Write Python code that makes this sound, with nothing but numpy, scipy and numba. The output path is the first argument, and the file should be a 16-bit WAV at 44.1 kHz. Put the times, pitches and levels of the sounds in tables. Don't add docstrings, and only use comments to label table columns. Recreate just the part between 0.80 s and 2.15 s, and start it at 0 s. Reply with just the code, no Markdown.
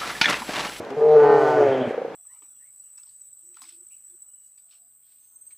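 import sys
import numpy as np
from scipy import signal
from scipy.fft import rfft, irfft
from scipy.io import wavfile
from scipy.ndimage import uniform_filter1d
from numba import njit

SR = 44100
rng = np.random.default_rng(int(sys.argv[2]) if len(sys.argv) > 2 else 0)


def boost(x):
    u = np.asarray(x, float) / 20
    return 10 ** u


def inscribe(sig):
    pcm = np.round(np.clip(np.atleast_2d(sig).T, -1, 1) * 32767)
    wavfile.write(sys.argv[1], SR, pcm.astype(np.int16))


N = 59535

# time_s, pitch_hz
SECOND_BEAR_PITCH = [(.09, 132), (.14, 138), (.24, 138), (.34, 144.5), (.37, 146), (.40, 146.6),
                     (.46, 152.3), (.49, 152.9), (.56, 151.5), (.64, 149.2), (.72, 149.2), (.77, 148),
                     (.82, 143), (.87, 137.5), (.93, 132), (1.0, 130.1), (1.04, 124.5), (1.10, 113)]


def set_rms(x, db):
    return x * boost(db) / np.sqrt(np.mean(x ** 2))


@njit
def svf(x, hz, width):
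    y, state_band, state_low = np.empty(len(x)), 0., 0.
    for i in range(len(x)):
        g, k = np.tan(np.pi * hz[i] / SR), width / hz[i]
        v = (state_band + g * (x[i] - state_low)) / (1 + g * (g + k))
        state_band = 2 * v - state_band
        state_low += 2 * g * v
        y[i] = k * v
    return y


def band(x, hz, width):
    hz = np.clip(hz + np.zeros(N), 20, SR * .45)
    once = svf(x, hz, 1. * width)
    return svf(once, hz, 1. * width)


def walk(rate):
    hold = int(SR / rate)
    values = rng.standard_normal(N // 20)[:N // hold + 1]
    smooth = uniform_filter1d(np.repeat(values, hold), hold)
    return 1.3 * uniform_filter1d(smooth, hold)[:N]


def colour(x, table):
    hz, db = np.array(table).T
    bins_hz = np.arange(N // 2 + 1) * SR / N
    gain = boost(np.interp(np.log(bins_hz + 1), np.log(hz), db))
    return irfft(rfft(x) * gain, N)


def resonances(x, table):
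    return sum((-1) ** k * boost(db) * band(x, hz, width) for k, (hz, width, db) in enumerate(table))


def bear(pitch, voice, chest, face, throat_width, mouth_width, jitter, shimmer_db, half, rasp, start):
    in_step_s = .489
    t, rows = np.arange(N) / SR, np.array(voice).T
    db, throat_hz, mouth_hz, mouth_db, chest_db, bright_db = (np.interp(t, rows[0], r) for r in rows[1:])
    hz = np.interp(t, *np.array(pitch).T)
    cycles = np.cumsum(hz) / SR
    cycles = cycles - cycles[int(in_step_s * SR)] + start + jitter * walk(60.43)

    at = np.flatnonzero(np.diff(np.floor(cycles)))
    late = cycles[at + 1] % 1 / (cycles[at + 1] - cycles[at])
    shimmer = boost(shimmer_db * rng.standard_normal(400)[:len(at)])
    size = shimmer * (1 + half * (-1.) ** np.arange(len(at)))
    folds = np.zeros(N)
    folds[at], folds[at + 1] = size * late, size * (1 - late)

    puff = np.exp(-(cycles % 1) / 0.35) * rng.standard_normal(N)
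    gate = np.clip(np.minimum(t - rows[0, 0], rows[0, -1] - t) / .01, 0, 1)
    source = folds * SR / hz / np.sqrt(2) + rasp * np.sqrt(SR / 300) * puff
    drive = source * boost(db) * gate
    nasal = band(drive, throat_hz, throat_width) - band(boost(mouth_db) * drive, mouth_hz, mouth_width)
    body = resonances(drive * boost(chest_db), chest) + resonances(drive * boost(bright_db), face)
    return nasal, body


def first_bear():
    # time_s, level_db, throat_hz, mouth_hz, mouth_db, chest_db, brightness_db
    voice = [(0.16, -17, 446, 708, -20, -14.5, -31), (0.191, -21.5, 443, 710, -15.5, -21, -26.5),
             (0.211, -19, 459, 720, -11.5, -26.5, -29.5), (0.22, -11.5, 433, 647, -24, -33.5, -29.5),
             (0.284, -12, 453, 668, -13.5, -24.5, -39.5), (0.34, -11, 439, 673, -8.5, -24, -38),
             (.36, -6, 448.5, 645, -25, -28, -31), (0.399, -10, 427, 754, -24, -26.5, -27),
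             (.425, -13, 441, 831, -13, -18.5, -32.5), (0.469, -13, 429, 813, -9, -27.5, -42),
             (0.602, -18, 402, 779, -6.5, -22.5, -28), (0.662, -22.5, 379, 584, -2.5, -16, -27),
             (0.721, -25.5, 390, 633, -1, -16.5, -35.5), (.79, -20, 394, 600, -2, -16.5, -25),
             (0.84, -21, 333, 583, -10, -16.5, -43), (0.902, -41.5, 334, 553, 12.5, 13, -26)]
    # time_s, pitch_hz
    pitch = [(.16, 149), (.22, 150.9), (.34, 152.3), (.38, 149.5), (.40, 148), (.46, 143), (.52, 140.9),
             (.58, 138.7), (.66, 133.3), (.72, 127.3), (.77, 126.5), (.82, 123.3), (.92, 109)]
    # pitch_hz, width_hz, level_db
    chest = [(140, 70, 0)]
    face = [(1200, 200, 0)]
    nasal, body = bear(pitch, voice, chest, face, throat_width=78, mouth_width=201, jitter=0.018,
                       shimmer_db=0.88, half=0.016, rasp=0.051, start=0.0013)
    return nasal - svf(nasal, np.full(N, 295.), 170.0) + body


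def second_bear():
    # time_s, level_db, throat_hz, mouth_hz, mouth_db, chest_db, brightness_db
    voice = [(0.096, -39, 419, 804, -12.5, 1, -19), (0.112, -29, 404, 807, -16.5, -10.5, -19),
             (.15, -35.5, 420, 790, -10, -14.5, -27), (.162, -43.5, 430, 800, -14, -15, -26.5),
             (.18, -30.5, 450, 809, -17.5, -23.5, -36.5), (0.241, -26.5, 405, 786, -4.5, -40.5, -37),
             (0.342, -30, 405, 862, -13, -26, -17), (0.401, -22, 413, 837, -3.5, -16.5, -14),
             (.50, -18.5, 464, 724, -14, -12, -13.5), (0.629, -18.5, 424, 643, -9.5, -19, -16.5),
             (0.712, -22.5, 437, 837, 2.5, -10, -10.5), (0.772, -21, 443, 676, -14.5, -12, -18.5),
             (0.819, -15, 400, 625, -6.5, -23.5, -24.5), (.87, -22, 402, 583, -2, -12.5, -36),
             (.93, -27.5, 385, 561, 1.5, -10, -25.5), (1.019, -32, 376, 615, 2, 4, -27),
             (1.049, -41.5, 352, 578, 12.5, -1, -36), (1.07, -39.5, 360, 590, -4, 14, -25),
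             (1.099, -66, 350, 600, 9, 14, -22)]
    # pitch_hz, width_hz, level_db
    chest = [(128, 150, -10.5), (251, 129, 2)]
    face = [(956, 230, -6.5), (1191, 250, -1.5), (1473, 135, 0), (1853, 180, -7.5), (2940, 250, -22.5),
            (4280, 870, -28.5)]
    nasal, body = bear(SECOND_BEAR_PITCH, voice, chest, face, throat_width=94, mouth_width=218, jitter=0.0074,
                       shimmer_db=2.0, half=0.0085, rasp=0.024, start=0.238)
    return nasal + body


def creaks():
    # start_s, peak_db, ring_hz, ring_length_s
    pulses = [
        (0.0012, -19.5, 320, 0.0021),
        (.0045, -21, 572, 0.0031),
        (1.055, -16, 548, 0.0028),
        (1.073, -13.5, 426, 0.0024),
        (1.108, -15, 480, 0.0039),
        (1.144, -19.5, 548, 0.0054),
        (1.178, -16.5, 482, 0.0083),
        (1.217, -17.5, 501, 0.0051),
        (1.248, -18.5, 478, 0.0066),
        (1.281, -25, 458, 0.0066),
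    ]
    rebound_s = 0.013
    out, t = np.zeros(N + 2000), np.arange(2000) / SR
    for s, db, hz, length in pulses:
        ring = np.sin(2 * np.pi * hz * t) * (1 - np.exp(-t / 0.00099)) * np.exp(-(t / length) ** 1.4)
        mouth = 0.14 * np.sin(2 * np.pi * 750 * t) * np.exp(-t / 0.011)
        chest = 0.031 * np.sin(2 * np.pi * 220 * t) * np.exp(-t / 0.0016)
        out[int(s * SR):int(s * SR) + 2000] += boost(db + 1.5) * (ring + mouth + chest)
    return out[:N] + boost(-17) * np.roll(out, int(rebound_s * SR))[:N]


def breath():
    # time_s, rush_db, teeth_hiss_db, palate_rasp_db
    levels = [(0, -39.5, -59.5, -63.5), (.1, -42, -55.5, -85), (.25, -40, -58.5, -71),
              (.40, -32, -52.5, -73.5), (.52, -32, -48.5, -66.5), (.62, -32, -48.5, -58.5),
              (.7, -29, -48, -59.5), (.80, -29.5, -52, -54), (.89, -26.5, -53, -51.5),
              (.925, -28.5, -56.5, -46.5), (.955, -28, -59, -43.5), (0.98, -29.5, -57, -53.5),
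              (1.021, -33.5, -59.5, -42.5), (1.05, -34.5, -56, -50.5), (1.09, -31.5, -54, -55),
              (1.15, -35, -66.5, -65.5), (1.35, -54, -90, -87)]
    # pitch_hz, level_db (per Hz)
    rush_colour = [(60, -52.5), (200, -23.5), (330, -2), (550, 5), (900, -20.5), (1600, -11), (2600, -19.5),
                   (6000, -72.5)]
    hiss_colour = [(1470, -25.5), (2500, -4), (2560, -22), (2970, -6.5), (6940, -11.5), (8900, -16),
                   (10200, -25.5), (13200, -17), (15200, -37.5)]
    t, rows = np.arange(N) / SR, np.array(levels).T
    pitch = np.interp(t, *np.array(SECOND_BEAR_PITCH).T)
    puffs = np.exp(0.28 * np.cos(2 * np.pi * np.cumsum(pitch) / SR))

    rush = colour(rng.standard_normal(N), rush_colour)
    hiss = np.zeros(N)
    for hz in 2000 * 1.25 ** np.arange(10):
        hiss += band(rng.standard_normal(N), hz, hz / 3) * boost(2.2 * walk(14)) / np.sqrt(hz)
    hiss = puffs * colour(hiss, hiss_colour)
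    rasp = puffs ** 1.3 * band(rng.standard_normal(N), 3150, 520)

    flutter = walk(40)
    out = np.zeros(N)
    for air, db in zip([rush, hiss, rasp], rows[1:]):
        out += set_rms(air, 0) * boost(np.interp(t, rows[0], db) + 0.28 * flutter + 1.5 * walk(25))
    return out


def taps():
    # start_s, peak_db
    ticks = [
        (0.0488, -34),
        (0.1033, -33),
        (0.1062, -37),
        (0.81, -36),
        (0.928, -40),
    ]
    t, noise = np.arange(N) / SR, rng.standard_normal(N)
    shape = sum(boost(db) * (t >= s) * np.exp(-np.abs(t - s) / 0.0024) for s, db in ticks)
    return shape * set_rms(band(noise, 1400., 3300.), -4.5)


def thuds():
    # middle_s, peak_db, pitch_hz, length_s
    steps = [
        (.39, -47, 51, 0.041),
        (0.55, -64, 29, .03),
        (0.51, -51.5, 82, 0.025),
        (0.82, -42, 270, 0.1),
        (.13, -55.5, 30, .04),
        (0.007, -45.5, 95, 0.018),
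    ]
    t = np.arange(N) / SR
    out = np.zeros(N)
    for s, db, hz, length in steps:
        out += boost(db) * np.sin(2 * np.pi * hz * (t - s)) * np.exp(-((t - s) / length) ** 2)
    return out


def echo(x):
    t = np.arange(N) / SR
    tail = rng.standard_normal(N) * boost(-60 * t / .6) * (t > .012)
    return signal.fftconvolve(x, tail / np.sqrt(np.sum(tail ** 2)))[:N]


def tree_line(x):
    # delay_s, level_db
    returns = [
        (0.122, -10),
        (.20, -11),
        (.29, -21.5),
    ]
    late = sum(boost(db) * np.pad(x, (int(s * SR), 0))[:N] for s, db in returns)
    return band(late, 1103.0, 1100.0)


def middle_hush():
    # pitch_hz, level_db (per Hz)
    hush_colour = [(30, -42), (100, -13), (250, 0), (600, 2.5), (1200, -7.5), (2500, -18.5), (6000, -34.5),
                   (15000, -51)]
    return set_rms(colour(rng.standard_normal(N), hush_colour), -38.5) * boost(0.77 * walk(9.2))


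def wide_hush():
    # pitch_hz, level_db (per Hz)
    wide_colour = [(30, -34.5), (250, -4.5), (600, -6), (1200, -12.5), (2500, -21), (6000, -28.5),
                   (8400, -32), (9000, -45), (12000, -39), (15000, -42)]
    return set_rms(colour(rng.standard_normal(N), wide_colour), -52.5)


def scene():
    # pitch_hz, gain_db
    side_colour = [(60, -42), (200, -30), (700, -19.5), (1300, -15), (2400, -10), (4400, -15.5),
                   (8000, -13), (15000, -12)]
    first, second = first_bear(), second_bear()
    creak, tap = creaks(), taps()
    thin_creak = creak - band(creak, 60., 270.0)
    voices = first + second + thin_creak + tap + breath()
    mid = voices + boost(-18) * echo(voices) + tree_line(voices) + middle_hush() + thuds()

    side = colour(echo(mid), side_colour) * boost(-6.5)
    side += 0.075 * band(first, 440., 200.) + .03 * band(second, 440., 300.)
    side += wide_hush() + boost(-5.5) * tap
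    return np.array([mid + side, mid - side])


def band_limit(x):
    return signal.sosfilt(signal.butter(12, 15380, fs=SR, output="sos"), x)


def record(dry):
    narrow_above_db, narrow_hz = -42.5, 2333
    cut = signal.sosfilt(signal.butter(2, 66, "high", fs=SR, output="sos"), dry)
    cut = signal.sosfilt(signal.ellip(8, .2, 70, 15300, fs=SR, output="sos"), cut)
    mid, side = (cut[0] + cut[1]) / 2, (cut[0] - cut[1]) / 2
    treble = uniform_filter1d(band(mid, 2800., 2600.) ** 2, size=3000) / boost(narrow_above_db) ** 2
    low = signal.sosfiltfilt(signal.butter(4, narrow_hz, "low", fs=SR, output="sos"), side)
    high = signal.sosfiltfilt(signal.butter(4, narrow_hz, "high", fs=SR, output="sos"), side)
    side = low + high / (1 + treble ** 3)
    return band_limit(np.array([mid + side, mid - side]))


dry = scene()
out = record(dry)
inscribe(out)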